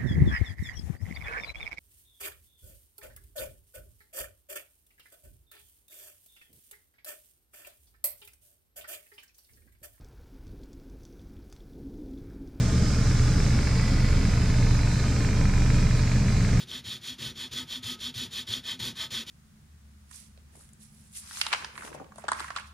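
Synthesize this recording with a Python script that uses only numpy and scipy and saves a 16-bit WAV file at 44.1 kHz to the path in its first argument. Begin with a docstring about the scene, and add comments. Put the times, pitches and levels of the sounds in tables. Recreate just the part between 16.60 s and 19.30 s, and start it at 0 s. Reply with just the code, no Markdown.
"""In a dry workshop a jeweler's saw cuts a small wooden block in a vise, close to a stereo microphone.
Pulls and pushes alternate, about six strokes a second; tooth ticks and fibre crackle drive the dry rasp
and ring blade and block, while noise that follows the cutting force rings the bench.
Most pulls open with a tick and a soft thump; snags ping, the frame hums and a thin steel note swells once.
Steady room tone and a faint room tail lie around the saw; a short opposed echo gives a little width."""
import sys
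import numpy as np
from scipy import signal
from scipy.fft import rfft, irfft, next_fast_len
from scipy.io import wavfile
from scipy.ndimage import uniform_filter1d

SR = 44100
rng = np.random.default_rng(int(sys.argv[2]) if len(sys.argv) > 2 else 0)


def to_wav(sig):
    """Store sig (one row per channel, or 1-D mono) as 16-bit WAV at the path in sys.argv[1].

    Samples outside -1..1 are clipped; the rate is SR.
    """
    pcm = np.clip(np.atleast_2d(sig), -1, 1) * 32767
    pcm = np.round(pcm).astype(np.int16)
    wavfile.write(sys.argv[1], SR, pcm.T)  # frames by channels


N = 119070

# Room tone behind the saw. Each row: frequency in Hz, relative density in dB per Hz.
ROOM_TONE_COLOUR = [(20, -1), (40, -3), (65, 4), (120, 4.5), (250, -2.5), (500, -18.5), (1000, -16.5),
                    (3500, -12), (7000, -23), (15000, -34)]
# Echo that is opposite in the two channels. Each row: frequency in Hz, gain in dB.
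SIDE_LEVEL = [(60, -25), (250, -17), (400, -12), (600, -0.5), (800, -10), (1100, -9), (2100, -48),
              (3400, -14.5), (4300, -18), (5800, -39), (7200, -7), (8200, -56.5), (9400, -5), (11500, -35),
              (13600, -8), (15500, -15)]
# Phase by which the left microphone leads the right. Each row: frequency in Hz, lead in radians.
LEFT_LEAD = [(20, 0), (2600, .02), (3000, .45), (3400, .6), (4200, .33), (4900, .06), (6700, .03),
             (7300, 1), (7850, 3.08), (8700, 3.1), (9050, 1.9), (9800, .5), (10700, 0), (13000, 0),
             (13700, -.9), (14700, -1.4), (15600, -2.7)]
# Swells of the sprung frame. Each row: crest in seconds, level in dB.
HUMS = [(0.171, -48.5), (.52, -46.5), (.68, -48), (.85, -48.5), (1.01, -43), (1.186, -43.5), (1.315, -41.5),
        (1.495, -43), (1.631, -43.5), (1.82, -51), (1.98, -47), (2.16, -48.5), (2.275, -43.5)]
# Modes of the bench. Each row: frequency in Hz, width in Hz, relative level in dB.
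BENCH_MODES = [(65.5, 48, -8), (130.7, 15.1, 0.5), (162.6, 28.2, -7.5), (228.5, 21.5, -0.5), (367, 43, -8),
               (524, 99, -16)]
# Modes of block and vise. Each row: frequency in Hz, width in Hz, relative level in dB.
BLOCK_MODES = [(642, 15, -5), (908.5, 19, 3), (1120, 120, -5), (1278, 13.6, 4), (1506, 25.5, 2),
               (1773, 50, 5.5), (1897, 86, -4), (2058, 82, 1), (2549, 36, 4)]
# Modes of blade and frame. Each row: frequency in Hz, width in Hz, relative level in dB.
BLADE_MODES = [(2503, 35, -12), (2710, 19, -11.5), (3136, 76, 0.5), (3358, 52, 4), (3498, 58, 0),
               (3695, 123, -1.5), (3896, 94, -6), (4158, 39, -5), (4313, 210, -9.5), (4566, 71, -8.5),
               (5050, 89, -16.5), (5390, 56, -10), (5664, 27, -15.5), (7430, 35, -11)]
# Colour of the dry rasp. Each row: frequency in Hz, relative density in dB per Hz.
RASP_COLOUR = [(200, -20.5), (750, -14.5), (1500, -11.5), (2850, -2), (3400, 7.5), (4400, 1), (6100, -3.5),
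               (7200, -2), (7700, -7.5), (8300, 3), (9200, -9.5), (10500, -13), (12000, -16),
               (13100, -18.5), (13750, -10), (15000, -11.5), (15800, -28)]
# A tooth tears a fibre. Each row: start in seconds, level in dB.
SNAGS = [(.1145, -28.5), (.329, -29), (.986, -25.5), (1.124, -27.5), (1.158, -29), (1.6095, -33),
         (1.938, -17), (2.119, -23), (2.406, -36)]
# Teeth catch at the start of a pull. Each row: start in seconds, tick drive in dB, bench thump in dB.
BITES = [(0.2524, -37, -42.5), (0.5864, -47, -48), (.912, -41, -48), (1.23, -30, -40), (1.541, -32, -37),
         (1.876, -32, -36.5), (2.199, -23.5, -40), (2.505, -30.5, -48)]
# Pull and push in turn. Each row: start in seconds, then drive of rasp, blade, block and bench in dB.
STROKES = [(-.105, -42, -39.5, -50.5, -46), (.055, -45, -38, -49.5, -48), (.224, -43.5, -38, -50.5, -49),
           (.396, -44, -40.5, -52, -54.5), (.566, -42.5, -40, -48.5, -42.5),
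           (.736, -44.5, -37.5, -48, -49.5), (.895, -41.5, -40, -46, -45), (1.056, -43, -36, -48.5, -53),
           (1.208, -41.5, -37, -50.5, -48), (1.371, -42.5, -35, -48.5, -48), (1.524, -41.8, -38, -50, -47),
           (1.69, -41, -35.5, -49, -49), (1.851, -41, -35, -48, -46.5), (2.016, -42, -33.4, -44.5, -50.5),
           (2.174, -40, -36, -45.5, -41.5), (2.336, -41.9, -35, -43.5, -50),
           (2.489, -40, -34.5, -44.5, -44), (2.649, -37.5, -32, -48.5, -49)]
LAST_TURN_S = 2.853  # end of the last stroke

# Place and microphone
ROOM_TONE_DB = -54.5
NEAR_DB, NEAR_T60_S = -2.5, 0.048  # short tail close to the saw
ROOM_DB, ROOM_T60_S = -22.5, 0.67
BASS_LEFT_DB = 1.7  # bass in the left channel over the right
LOW_CUT_HZ, EDGE_HZ = 33, 15800

# Frame, steel note, thumps, snags and ticks
HUM_HZ, HUM_SPREAD, HUM_WIDTH_S = 249.2, 0.02017, 0.03  # spread: share of the pitch
NOTE_CREST_S, NOTE_SWELL_S, NOTE_DECAY_S = 1.33, .08, .06
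NOTE_HZ, NOTE_DB = 1269, -53.5
THUMP_LAG_S, THUMP_RISE_S = 0.014, .014
THUMP_HZ, THUMP_GLIDE_HZ_PER_S = 96, 750
SNAG_RISE_S, TICK_DECAY_S = 0.001, 0.0045

# Hand and cut
PULL_STICK_S, PUSH_STICK_S, STOP_S = .016, .015, .006  # the blade rests around each turn
PULL_SKEW, PUSH_SKEW = .88, 1.03  # where in the stroke the speed peaks
PULL_POWER, PUSH_POWER = 0.97, 1.3  # how force follows speed
PULL_DRAG, PUSH_DRAG, DRAG_RISE_S = 0.29, 0.18, 0.0017  # friction as soon as the blade may move
TEETH_PER_S, TOOTH_JITTER, TOOTH_SPREAD_DB = 900, .25, 2  # typical rate at top speed
FIBRES_PER_S, FIBRE_SPREAD_DB = 9000, 3.5
CHATTER_HZ, CHATTER_DB = 168, 0.46
PATCH_HZ, PATCH_DB = 43, 1.09  # each part is driven a little unevenly as the contact shifts
RASP_DB, BLADE_DB, BLOCK_DB, BENCH_DB = 3, -2, -2.5, -3.5  # gains on the stroke drives


def amp(db):
    """Decibels to gain."""
    return 10 ** (np.asarray(db) / 20)


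def unit(x):
    """Scales to rms 1."""
    return x / np.sqrt(np.mean(x ** 2) + 1e-20)


def read(points, hz):
    """Reads a table on a log-frequency axis."""
    f, value = np.transpose(points)
    return np.interp(np.log(hz + 1), np.log(f + 1), value)


def add(mix, s, sound):
    """Mixes a sound in at time s in seconds."""
    part = mix[max(round(s * SR), 0):][:len(sound)]
    part += sound[:len(part)]


def filtered(x, response):
    """Applies a frequency response, given as a function of Hz."""
    size = next_fast_len(N + SR // 2)
    hz = np.fft.rfftfreq(size, 1 / SR)
    return irfft(rfft(x, size) * response(hz), size)[..., :N]


def colour(x, points):
    """Shapes the spectrum, keeping the power of white noise."""
    return filtered(x, lambda f: unit(amp(read(points, f))))


def ring(x, modes):
    """Rings decaying modes, wider ones dying sooner, keeping the power of white noise."""
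    t = np.arange(SR // 4) / SR
    h = np.zeros(len(t))
    for k, (hz, width, db) in enumerate(modes):
        decay = np.exp(-np.pi * abs(width) * t)
        h += (-1) ** k * amp(db) * width * decay * np.cos(2 * np.pi * hz * t)
    return signal.fftconvolve(x, h / np.linalg.norm(h))[:N]


def wander(rate_hz):
    """Smooth chance of rms 1, slower than about rate_hz."""
    return unit(filtered(rng.standard_normal(N), lambda f: 1 / (1 + (f / rate_hz) ** 4)))


def room_tone():
    """Steady noise with the colour of the quiet room."""
    return amp(ROOM_TONE_DB) * colour(rng.standard_normal(N), ROOM_TONE_COLOUR)


def echoes(x, t60):
    """A tail of sparse reflections of either sign that falls 60 dB in t60 seconds."""
    t = np.arange(SR // 2) / SR
    sign = rng.choice([-1., 1.], len(t))
    present = (rng.random(len(t)) < 2000 / SR) * (t > .001)
    taps = sign * present * amp(-60 * t / t60)
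    return signal.fftconvolve(x, taps / np.linalg.norm(taps))[:N]


def frame_hums():
    """Soft swelling notes of the sprung frame's lowest mode, each a little detuned."""
    out, t = np.zeros(N), np.arange(N) / SR
    for crest, db in HUMS:
        detune, phase = rng.uniform(-1.017, 1, 2)
        tone = np.sin(2 * np.pi * (HUM_HZ * (1 + HUM_SPREAD * detune) * t + phase))
        out += amp(db) * np.exp(-((t - crest) / HUM_WIDTH_S) ** 2) * tone
    return out


def steel_note():
    """A thin steel note that swells and fades once, its phase wavering."""
    t = np.arange(N) / SR - NOTE_CREST_S
    swell = np.exp(-(t / np.where(t < 0, NOTE_SWELL_S, NOTE_DECAY_S)) ** 2)
    return amp(NOTE_DB) * swell * np.sin(2 * np.pi * NOTE_HZ * t + 0.28 * wander(25))


def bench_thumps():
    """The bench takes the load of each bite with a soft thump of rising pitch."""
    out, t = np.zeros(N), np.arange(SR // 8) / SR
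    u = t / THUMP_RISE_S
    swell = (u * np.exp(1 - u)) ** 2
    for s, _, db in BITES:
        turns = THUMP_HZ * t + THUMP_GLIDE_HZ_PER_S * t ** 2 / 2 + rng.random()
        add(out, s + THUMP_LAG_S, amp(db) * swell * np.sin(2 * np.pi * turns))
    return out


def snags():
    """A caught tooth lets go and the blade pings for a moment at one of its modes."""
    out, t = np.zeros(N), np.arange(SR // 30) / SR
    u = t / SNAG_RISE_S
    ping = u * np.exp(1 - u) * np.sin(2 * np.pi * BLADE_MODES[3][0] * t)
    for s, db in SNAGS:
        add(out, s, amp(db) * ping)
    return out


def bite_ticks():
    """Short decaying bursts of noise as the teeth catch."""
    out, t = np.zeros(N), np.arange(SR // 30) / SR
    for s, db, _ in BITES:
        add(out, s, amp(db) * np.exp(-t / TICK_DECAY_S) * rng.standard_normal(len(t)))
    return out


def hand():
    """The arm swings to and fro: stroke number, blade speed and cutting force at each moment."""
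    t = np.arange(N) / SR
    turns = np.array([row[0] for row in STROKES] + [LAST_TURN_S])
    stroke = np.clip(np.searchsorted(turns, t) - 1, 0, len(STROKES) - 1)
    pull = stroke % 2 == 0
    start = turns[stroke] + np.where(pull, PULL_STICK_S, PUSH_STICK_S)
    progress = np.clip((t - start) / (turns[stroke + 1] - STOP_S - start), 0, 1)
    speed = abs(np.sin(np.pi * progress ** np.where(pull, PULL_SKEW, PUSH_SKEW)))
    onset = np.clip((t - start) / DRAG_RISE_S, 0, 1)
    drag = np.where(pull, PULL_DRAG, PUSH_DRAG) * onset * (1 - progress)
    force = drag * (1 - speed) + speed ** np.where(pull, PULL_POWER, PUSH_POWER)
    return stroke, speed, force


def tooth_ticks(speed):
    """One uneven tick per tooth, coming faster with blade speed."""
    rate = TEETH_PER_S * (.4 + .6 * speed) * np.exp(TOOTH_JITTER * wander(300))
    passing = np.diff(np.floor(np.cumsum(rate) / SR), prepend=0)
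    teeth = passing * amp(TOOTH_SPREAD_DB * np.clip(rng.standard_normal(N), -2, 1.5))
    return unit(teeth - uniform_filter1d(teeth, size=101))  # takes out the slow offset


def fibre_crackle():
    """Parting fibres: fine random clicks of either sign."""
    present = rng.random(N) < FIBRES_PER_S / SR
    return unit(present * rng.choice([-1, 1], N) * amp(FIBRE_SPREAD_DB * rng.standard_normal(N)))


def dry_rasp(drive, teeth, fibres, bite):
    """Mostly fibre crackle, coloured and thickened by a short tail of near reflections."""
    cut = amp(RASP_DB) * drive * unit(0.23 * teeth + fibres)
    direct = colour(cut + amp(-11) * bite, RASP_COLOUR)
    return (direct + amp(NEAR_DB) * echoes(direct, NEAR_T60_S)) / np.hypot(1, amp(NEAR_DB))


def blade_ring(drive, teeth, bite):
    """Tooth ticks and some noise ring the steel of blade and frame."""
    scrape = unit(teeth + 0.29 * rng.standard_normal(N))
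    return ring(amp(BLADE_DB) * drive * scrape + amp(-10.5) * bite, BLADE_MODES)


def block_ring(drive, teeth, fibres, bite):
    """Fibres and teeth ring the wood and the vise that holds it."""
    cut = unit(0.42 * teeth + fibres)
    return ring(amp(BLOCK_DB) * drive * cut + amp(-19.5) * bite, BLOCK_MODES)


def bench_shake(drive, force):
    """Noise rings the low bench modes; it follows the force only weakly."""
    return ring(amp(BENCH_DB) * drive * force ** 0.34 * rng.standard_normal(N), BENCH_MODES)


def saw():
    """One hand motion drives rasp, blade, block and bench; returns the bright part and the bass."""
    stroke, speed, force = hand()
    grip = force * unit(amp(CHATTER_DB * wander(CHATTER_HZ)))
    levels = np.array(STROKES)[stroke, 1:].T
    rasp, blade, block, bench = [amp(db + PATCH_DB * wander(PATCH_HZ)) for db in levels]
    teeth, fibres, bite = tooth_ticks(speed), fibre_crackle(), bite_ticks()
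    bright = dry_rasp(rasp * grip, teeth, fibres, bite)
    bright += blade_ring(blade * grip, teeth, bite)
    bright += block_ring(block * grip, teeth, fibres, bite)
    bass = bench_shake(bench, force)
    bright += snags() + steel_note()
    bass += bench_thumps() + frame_hums()
    return bright, bass


def scene():
    """The saw over quiet room tone; a faint short echo, opposite in the two channels, gives a little width."""
    bright, bass = saw()
    background = room_tone()
    middle = bright + amp(ROOM_DB) * echoes(bright, ROOM_T60_S) + background
    side = filtered(echoes(middle + bass, NEAR_T60_S), lambda f: amp(read(SIDE_LEVEL, f)))
    bass_pair = bass * amp([[BASS_LEFT_DB / 2], [-BASS_LEFT_DB / 2]])
    return middle + bass_pair + np.array([side, -side])


def record(dry):
    """The microphone pair shifts phase between channels, sheds the deepest bass and limits the band."""
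    def pair(f):
        half_lead = .5 * np.array([[1], [-1]]) * read(LEFT_LEAD, f)
        return np.exp(1j * half_lead) / (1 + (LOW_CUT_HZ / (f + 1)) ** 6)

    low_pass = signal.firwin(511, EDGE_HZ, window=("kaiser", 9), fs=SR)
    return signal.oaconvolve(filtered(dry, pair), low_pass[None], "same")


dry = scene()
out = record(dry)
to_wav(out)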